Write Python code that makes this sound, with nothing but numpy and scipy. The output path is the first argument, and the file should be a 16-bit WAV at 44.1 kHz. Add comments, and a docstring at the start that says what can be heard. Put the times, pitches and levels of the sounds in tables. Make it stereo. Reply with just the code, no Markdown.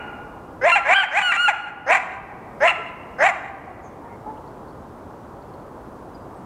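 """Outdoors, over a low rush and a faint hum, the echo of an earlier coyote yip is dying away.
A coyote gives three yips, its bark breaking through rasp into squeal, then three harsh barks, one with a short
squeal. Trunks and scattered echoes throw each call back. From 2.3 s a far dog barks, and from 3.8 s birds chip.
Voices are sums of wavering harmonics; the rush is shaped noise, the hum a sine and the wood a stereo response.
After loud calls a limiter holds everything down and lets go slowly, so the background ducks too."""
import sys
import numpy as np
from scipy import signal
from scipy.fft import rfft, irfft, next_fast_len
from scipy.io import wavfile
from scipy.ndimage import uniform_filter1d, minimum_filter1d, map_coordinates

SR = 44100
rng = np.random.default_rng(int(sys.argv[2]) if len(sys.argv) > 2 else 0)


def unload_audio(sound):
    """Save the sound as a 16-bit wav file, at the path given as the first command line argument."""
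    columns = np.transpose(np.atleast_2d(sound))
    # keep every value between -1 and 1, then stretch to whole-number steps
    steps = np.round(np.clip(columns, -1, 1) * 32767)
    wavfile.write(sys.argv[1], SR, steps.astype(np.int16))


N = 284445

# Outdoor rush, tone colour: f/Hz, relative level/dB
AIR_COLOUR = [(18, -22), (40, -5), (85, 0), (180, -2.5), (290, -.5), (350, -1.5), (700, -4.5), (1020, -5.5),
              (1300, -11), (1600, -18), (2000, -25), (2600, -31), (4000, -36), (9000, -40), (15500, -45)]
# Outdoor rush, loudness over time: t/s, level/dB
AIR_LOUDNESS = [(0, -39), (1.701, -40), (3.001, -35.5), (4.402, -39), (5.499, -39), (6.45, -38.5)]
# How alike left and right are in noise from all around: f/Hz, likeness/0-1
LEFT_RIGHT_LIKENESS = [(100, 1), (1000, 0.88), (2000, 0.34), (4000, 0.38), (12000, 0.5)]
# Hum, loudness over time: t/s, level/dB
HUM_LOUDNESS = [(0, -60), (2, -56), (3.3, -58), (4.2, -66), (6.45, -61)]
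HUM_HZ = 175.4
# Small birds: t/s, length/s, start f/Hz, end f/Hz, level/dB, roughness/0-1
BIRD_CHIPS = [(3.814, 0.097, 6900, 6080, -62.5, 0.88), (4.362, .03, 2850, 2750, -65, .9),
              (4.472, 0.012, 4500, 4400, -65, 0.7), (4.678, 0.019, 4580, 4400, -68.5, 0.7),
              (4.703, 0.012, 4510, 4400, -67, 0.7), (5.417, 0.015, 4600, 4400, -67, .6),
              (5.534, 0.015, 4470, 4370, -65, .6), (6.135, 0.037, 5040, 4780, -61.5, 0.2),
              (6.34, 0.063, 8100, 8450, -70.5, .1)]
# Far dog: t/s, length/s, pitch at top of arch/Hz, level/dB, strongest resonance f/Hz
FAR_BARKS = [(2.272, 0.08, 396.4, -38.5, 776), (2.771, 0.057, 439, -33.5, 482),
             (3.643, 0.088, 377, -36, 744), (4.017, 0.072, 468, -40, 850), (4.035, .07, 465, -55, 1850),
             (4.077, 0.102, 527, -55, 2077), (4.246, 0.079, 430, -34, 730)]
# Echo of the wood, tone colour: f/Hz, relative level/dB
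WOOD_TONE = [(200, -19), (700, -1), (1000, 6), (1400, 4.5), (2700, 0.5), (3400, 2.5), (5000, 1.5),
             (7500, -2), (15000, 0.5)]
# Echo of the wood, time to fall by 60 dB: f/Hz, t60/s
WOOD_FADING = [(300, 1.5), (750, 2.45), (1400, 1.57), (2700, 1.275), (4500, 0.86), (8000, 0.41),
               (15000, .22)]
# Echoes from groups of trunks: delay/s, level/dB, scatter/s
TRUNK_ECHOES = [(.004, -13.5, 0.0064), (.045, -15, 0.018), (.095, -21.5, 0.025), (.18, -24.5, 0.012)]
# Coyote calls, one row each, in four groups; overtone levels are relative to the lead tone:
#   climb: t/s, start pitch/Hz, top pitch/Hz, bend (higher = later), swell length/s, level/dB,
#          overtones/dB, roughness/0-1
#   rasp:  t/s, level/dB, overtones/dB
#   drop:  t/s, length/s, start pitch/Hz, level/dB, overtones/dB
#   head:  mouth at start, mouth at top (both factors on the resonances), treble/dB
COYOTE_CALLS = [((.61, 495, 715, 3.2, .078, -7, -5, .38), (.682, -20, 9), (.757, .052, 871, -9, -4),
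                (.73, .93, -2)), ((.845, 540, 799.7, 2.8, .085, -8, 1, .58), (.941, -19.5, 6),
                (1.031, .038, 920, -12, -2), (.84, .96, -3)), ((1.105, 540, 841.7, 2.5, .08, -10, 1, .36),
                (1.195, -21, 8), (1.482, .045, 888.2, -7.5, -4), (.8, .97, 1)),
                ((1.859, 500, 766, 2.4, .05, -10.5, -2, .62), (1.938, -25, 12), (1.95, .042, 818.4, -13, 1),
                (.7, .96, 1)), ((2.6, 505, 705.5, 1.603, .038, -9, -4, .48), (2.674, -23, 9),
                (2.711, .024, 860, -17, -5), (.7, .93, -1)), ((3.18, 510, 795, 2.3, .052, -10, -3, .62),
                (3.28, -24, 6), (3.288, .032, 760, -11.5, -3), (.71, .99, 1))]
# Squeals an octave up, into which some rasps lock:
# start t/s, end t/s, start pitch/Hz, end pitch/Hz, arch height/Hz, level/dB, swell from start to end/dB,
# overtones/dB, roughness/0-1, purity/0-1 (share that has jumped the octave)
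SQUEALS_IN_CALLS = [(0.719, .757, 1379, 1349, 15, -11.5, -5.5, 1, 0.04, 1),
                    (.943, 1.031, 1449, 1397, 150, -6.5, -6, -6, 0.41, 0.85),
                    (1.224, 1.32, 1460, 1318, 55, -13.5, 3, -1, .08, 0.98),
                    (1.368, 1.482, 1312, 1334, 118, -11, 4, -4.5, 0.01, 1),
                    (2.674, 2.71, 1344, 1300, 10, -13.5, -4, 1, 0.81, .88)]
# Throat resonances at mouth factor 1: f/Hz, relative level/dB
THROAT_COLOUR = [(380, -69.5), (750, -20), (1050, 6), (1450, -10.5), (1950, 3.5), (2720, 0), (3080, -15.5),
                 (4100, -26), (5200, -38), (7200, -30.5), (10500, -40), (15500, -52.5)]
# Narrow treble resonances of the muzzle: f/Hz, width/Hz, half-open boost/dB, wide-open boost/dB
MUZZLE_RESONANCES = [(4290, 300, 0, 4), (4860, 250, -11.5, -4.5), (5100, 440, 15, 3.5),
                     (5610, 185, -11, -4.5), (5820, 340, 6.5, 4.5), (6400, 250, 14, -0.5),
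                     (7250, 450, -8, 10.5), (7800, 700, -12, 3.5), (8780, 550, 8.5, 5),
                     (11800, 2200, -3, -4.5)]

# climb: a soft start swells; the lead tone is weak while the pitch is low
SOFT_DB, SWELL_CURVE = -20, 1.36
LOW_TONE_DB, LOW_TONE_CURVE = -7, 4
# rasp: the lead tone collapses and leaves chaotic overtones
RASP_PITCH_SHARE, RASP_ROUGH, RASP_SQUEAL = .94, .8, .28
RASP_MOUTH_SHARE, RASP_FADE_DB_PER_S = .98, 20
# squeal: a flat-topped arch, weaker but brighter at both ends
ARCH_FLATNESS, SQUEAL_ENDS_DB, SQUEAL_ENDS_OVERTONES_DB = 2.58, -5.5, 3.5
OPEN_MOUTH_HZ = 1321  # the mouth follows the squeal; its factor is 1 at this pitch
# drop: the tone returns, glides down and fades while the mouth closes
END_HZ, DROP_FADE_DB, DROP_CURVE, DROP_BRIGHTENS_DB = 570, -27, 1.7, 8
DROP_ROUGH, DROP_MOUTH, END_MOUTH = .45, .95, .88
SNAP_S = 0.0068  # time the voice takes to change register
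TREBLE_HZ = 4500  # above this the voice is beamed where the head points
EDGE_HZ = 15720  # treble limit of the whole scene


def amp(db):
    """Turns decibels into gain."""
    return 10 ** (np.asarray(db) / 20)


def unit(x):
    """Scales a sound to an average (rms) strength of 1."""
    return x / np.sqrt(np.mean(x ** 2) + 1e-20)


def read(points, hz):
    """Reads a curve between its points on a log-frequency axis."""
    f, value = np.transpose(points)
    return np.interp(np.log(hz + 1), np.log(f + 1), value)


def over_time(points):
    """Reads a curve for every sample of the scene."""
    return np.interp(np.arange(N) / SR, *np.transpose(points))


def add(mix, s, sound):
    """Mixes a sound in at time s."""
    part = mix[max(round(s * SR), 0):][:len(sound)]
    part += sound[:len(part)]


def progress(t, start, length):
    """Runs from 0 to 1 over a stretch of time."""
    return np.clip((t - start) / length, 0, 1)


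def glide(a, b, share):
    """Goes from a to b as the share goes from 0 to 1."""
    return a + (b - a) * share


def sine_phase(hz):
    """Adds up a changing pitch into the phase of a wave."""
    return 2 * np.pi * np.cumsum(hz) / SR


def wander(n, rate_hz):
    """Makes smooth random motion, mostly slower than the given rate."""
    size = next_fast_len(n)
    hz = np.fft.rfftfreq(size, 1 / SR)
    slow = rfft(rng.standard_normal(size)) / (1 + (hz / rate_hz) ** 4)
    return unit(irfft(slow, size))[:n]


def coloured(n, spectrum):
    """Makes noise with the given tone colour."""
    hz = np.fft.rfftfreq(n, 1 / SR)
    return unit(irfft(rfft(rng.standard_normal(n)) * amp(read(spectrum, hz)), n))


def stereo_noise(n, spectrum):
    """Noise from all around at two close pickups: alike in the bass, less so in the treble."""
    hz = np.fft.rfftfreq(n, 1 / SR)
    common, apart = rfft(rng.standard_normal((2, n))) * amp(read(spectrum, hz))
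    same = np.clip(read(LEFT_RIGHT_LIKENESS, hz), 0, 1)
    mid = irfft(common * np.sqrt((1 + same) / 2), n)
    side = irfft(apart * np.sqrt((1 - same) / 2), n)
    return np.array([mid + side, mid - side])


def air():
    """Low rush of far traffic and trees, with thin hiss above it: shaped noise."""
    rush = unit(stereo_noise(next_fast_len(N), AIR_COLOUR)[:, :N])
    return rush * amp(over_time(AIR_LOUDNESS))


def hum(waver=0.0046):
    """Distant machinery: a faint sine whose pitch wavers slowly."""
    phase = sine_phase(HUM_HZ * (1 + waver * wander(N, 2.2)))
    return unit(np.sin(phase)) * amp(over_time(HUM_LOUDNESS))


def birds(spread_hz=300):
    """Thin chips and ticks: short gliding sines, the rough ones with a shaky pitch."""
    out = np.zeros(N)
    for s, length, start_hz, end_hz, db, rough in BIRD_CHIPS:
        n = round(length * SR)
        hz = np.linspace(start_hz, end_hz, n) + spread_hz * rough * wander(n, 500)
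        chip = unit(np.sin(sine_phase(hz)) * np.hanning(n))
        add(out, s, amp(db) * chip)
    return out


def far_dog(width_hz=230, jitter=0.053, arch=0.051):
    """Short barks with arched pitch, dulled by distance to harmonics around one resonance."""
    out = np.zeros(N)
    for s, length, pitch, db, peak_hz in FAR_BARKS:
        n = round(length * SR)
        shape = signal.windows.tukey(n, .6)
        phase = sine_phase(pitch * (1 + arch * (shape - 1) + jitter * wander(n, 300)))
        bark = np.zeros(n)
        for k in range(1, 6):
            off_peak = (k * pitch - peak_hz) / width_hz
            bark += np.cos(k * phase) / (1 + off_peak ** 2) ** 1.08
        add(out, s, amp(db) * unit(bark) * shape)
    return out


def wood(tail_db=-17, build_s=0.022):
    """Stereo response of the wood: a few trunk echoes and a long scatter that loses its treble."""
    size = 2 * SR
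    hz, age, noise = signal.stft(stereo_noise(size, WOOD_TONE), SR, nperseg=256)
    t60 = read(WOOD_FADING, hz)[:, None]
    tail = amp(tail_db - 60 * age / t60) * (1 - np.exp(-age / build_s))
    power = tail ** 2 * 2 * np.log(1000) / SR
    for delay, db, scatter in TRUNK_ECHOES:
        burst = (age >= delay) * np.exp(-abs(age - delay) / scatter)
        power = power + amp(db) ** 2 * burst / (burst.sum() * age[1] * SR)
    return signal.istft(noise * np.sqrt(power), SR, nperseg=256)[1][:, :size]


def echo(x, response):
    """Sends a mono sound through a stereo response."""
    return signal.fftconvolve(x[None], response, axes=1)[:, :N]


def dying_echo(response, skip_s=1.768, level_db=-1):
    """The wood still rings with a yip given just before the scene opens."""
    long_yip = coyote(COYOTE_CALLS[2:3])
    # skip the call itself, so that only the end of its echo is left
    ring = echo(long_yip, response)[:, round(skip_s * SR):]
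    return amp(level_db) * np.pad(ring, ((0, 0), (0, N - ring.shape[1])))


# Each stage gives: pitch Hz, lead tone dB, overtones above it dB, roughness, squeal share, mouth factor.
def climbing(t, end, first_mouth, mouth, start, start_hz, top_hz, bend, swell_s, db, over_db, rough):
    """The bark swells as its pitch rises and the mouth opens; while low, the lead tone is weak."""
    rise = np.sin(np.pi / 2 * progress(t, start, end - start)) ** bend
    soft_db = SOFT_DB * (1 - progress(t, start, swell_s)) ** SWELL_CURVE
    weak_db = LOW_TONE_DB * (1 - rise) ** LOW_TONE_CURVE
    return (glide(start_hz, top_hz, rise), db + soft_db + weak_db, over_db - weak_db,
            rough, 0, glide(first_mouth, mouth, rise))


def rasping(t, top_hz, mouth, start, db, over_db):
    """Pushed past its top pitch the voice turns chaotic and slowly weakens."""
    return (RASP_PITCH_SHARE * top_hz, db - RASP_FADE_DB_PER_S * (t - start), over_db,
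            RASP_ROUGH, RASP_SQUEAL, RASP_MOUTH_SHARE * mouth)


def squealing(t, start, end, start_hz, end_hz, arch_hz, db, swell_db, over_db, rough, purity):
    """The voice jumps an octave; pitch, level and mouth follow one flat-topped arch."""
    along = progress(t, start, end - start)
    ends = abs(2 * along - 1) ** ARCH_FLATNESS  # 1 at both ends, 0 in the middle
    hz = glide(start_hz, end_hz, along) + arch_hz * (1 - ends)
    level_db = db + swell_db * (along - .5) + SQUEAL_ENDS_DB * ends
    # half the pitch heard, because the octave jump doubles it again
    return (hz / 2, level_db, over_db + SQUEAL_ENDS_OVERTONES_DB * ends,
            rough, purity, hz / OPEN_MOUTH_HZ)


def dropping(t, start, length, hz, db, over_db):
    """The low voice returns, slides down and dies."""
    along = progress(t, start, length)
    return (glide(hz, END_HZ, along), db + DROP_FADE_DB * along ** DROP_CURVE,
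            over_db + DROP_BRIGHTENS_DB * along, DROP_ROUGH, 0, glide(DROP_MOUTH, END_MOUTH, along))


def controls(bark):
    """Snaps the voice from stage to stage: climb, rasp, any squeals with rasp after them, drop."""
    climb, rasp, drop, (first_mouth, mouth, _) = bark
    start, _, top_hz, *_ = climb
    t = np.arange(start, drop[0] + drop[1], 1 / SR)
    chaos = rasping(t, top_hz, mouth, *rasp)
    stages = [(rasp[0], chaos)]
    for squeal in SQUEALS_IN_CALLS:
        if start < squeal[0] < drop[0]:
            stages += [(squeal[0], squealing(t, *squeal)), (squeal[1], chaos)]
    stages.append((drop[0], dropping(t, *drop)))
    voice = climbing(t, rasp[0], first_mouth, mouth, *climb)
    for s, stage in stages:
        snap = progress(t, s - SNAP_S / 2, SNAP_S)
        voice = [glide(old, new, snap) for old, new in zip(voice, stage)]
    return voice


def muzzle(x, mouth, half_open=.78, wide_open=.87):
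    """Treble resonances take turns as the jaw drops."""
    size = next_fast_len(len(x) + 1000)
    f = np.fft.rfftfreq(size, 1 / SR)
    colour_db = np.zeros((2, len(f)))
    for hz, width, half_db, wide_db in MUZZLE_RESONANCES:
        colour_db += np.array([[half_db], [wide_db]]) / (1 + (2 * (f - hz) / width) ** 2)
    half, wide = irfft(rfft(x, size) * amp(colour_db), size)[:, :len(x)]
    return glide(half, wide, progress(mouth, half_open, wide_open - half_open))


def call(bark, flutter=0.0023, jitter=0.023, jitter_hz=170, shimmer=0.35, smear=1.25, smear_hz=115,
         breath=.33, grain_db=3.0, surge_db=1.5, flicker_db=4):
    """Vocal folds that run clean, period-doubled or chaotic, through a mouth that opens and shuts."""
    hz, lead_db, over_db, rough, squeal, mouth = controls(bark)
    n = len(hz)
    rough, squeal = np.clip(rough, 0, 1), np.clip(squeal, 0, 1)
    shake = (flutter + jitter * np.sqrt(rough)) * wander(n, jitter_hz)
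    phase = sine_phase(hz * (1 + shake))

    # in a squeal the odd harmonics vanish and the voice sounds an octave up
    odd = np.sqrt(1 - squeal)
    lead = (odd * np.cos(phase) + np.sqrt(squeal) * np.cos(2 * phase)) * np.sqrt(2)
    lead *= 1 + shimmer * rough * wander(n, 230)

    overtones, power = np.zeros(n), np.zeros(n)
    for k in np.arange(1.5, 23, .5):
        if k % 1:
            share = rough * odd  # period doubling puts lines between the harmonics
        elif k % 2 or k == 2:
            share = odd
        else:
            share = 1
        weight = share * amp(read(THROAT_COLOUR, k * hz / mouth))
        flicker = amp(flicker_db * rough * wander(n, 80))  # each line comes and goes on its own
        stray = smear * rough * np.sqrt(k / np.pi) * wander(n, smear_hz)  # chaos makes it stray
        overtones += weight * flicker * np.cos(k * phase + stray + 2 * np.pi * rng.random())
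        power += weight ** 2 / 2

    # turbulence, puffed out once a cycle; reading the noise at mouth speed moves its resonances
    noise = coloured(next_fast_len(2 * n), THROAT_COLOUR)
    puffs = map_coordinates(noise, [np.cumsum(mouth)], order=3, mode="wrap")
    puffs = unit(puffs * (1 + .5 * np.cos(phase)))
    noisy = np.clip(breath * rough, 0, 1)
    upper = np.sqrt(1 - noisy ** 2) * overtones / np.sqrt(power) + noisy * puffs
    upper *= amp(grain_db * rough * (wander(n, 220) + 0.6))  # uneven cycles make the rasp coarse
    upper *= amp(surge_db * rough * wander(n, 60))  # it also comes in slower surges
    voice = amp(lead_db) * (lead + amp(over_db) * upper)
    return muzzle(voice * signal.windows.tukey(n, 2 * SNAP_S * SR / n), mouth)


def coyote(barks):
    """The yips and barks in turn, brighter or duller as the head turns."""
    out = np.zeros(N)
    high_pass = signal.butter(4, TREBLE_HZ, "high", fs=SR, output="sos")
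    for bark in barks:
        climb, _, _, (_, _, treble_db) = bark
        voice = call(bark)
        treble = signal.sosfiltfilt(high_pass, voice)
        add(out, climb[0], voice + (amp(treble_db) - 1) * treble)
    return out


def ports(x, lag_s=1.1e-5):
    """A sound from slightly left reaches the right pickup a moment later."""
    size = next_fast_len(N)
    delay = np.exp(-2j * np.pi * np.fft.rfftfreq(size, 1 / SR) * lag_s)
    late = irfft(rfft(x, size) * delay, size)[:N]
    return np.array([x, late])


def scene(left_db=0.34, far_wet_db=3):
    """Background, far animals with extra echo and the near voice, all a little stronger on the left."""
    response = wood()
    background = air() + hum()
    far = birds() + far_dog()
    near = coyote(COYOTE_CALLS)
    wet = echo(near + amp(far_wet_db) * far, response) + dying_echo(response)
    return (ports(near + far) + wet + background) * amp([[left_db], [-left_db]])


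def record(dry, threshold_db=-13, fall_db_per_s=8.0, strength=0.88):
    """A limiter that clamps quickly and lets go slowly, a guard against single peaks, then the band limit."""
    power_db = 10 * np.log10(abs(uniform_filter1d((dry ** 2).mean(0), size=350)) + 1e-12)
    # hold each peak of the level, sinking steadily until the sound rises above it
    fall = np.arange(N) * fall_db_per_s / SR
    held_db = np.maximum.accumulate(power_db + fall) - fall
    over_db = np.maximum(held_db - threshold_db, 0)
    limited = dry * amp(-strength * uniform_filter1d(over_db, size=200))
    headroom = np.minimum(.8 / (abs(limited).max(0) + 1e-9), 1)
    limited = limited * uniform_filter1d(minimum_filter1d(headroom, size=130), size=130)
    low_pass = signal.firwin(511, EDGE_HZ, window=("kaiser", 9), fs=SR)
    return signal.oaconvolve(limited, low_pass[None], "same")


dry = scene()
out = record(dry)
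unload_audio(out)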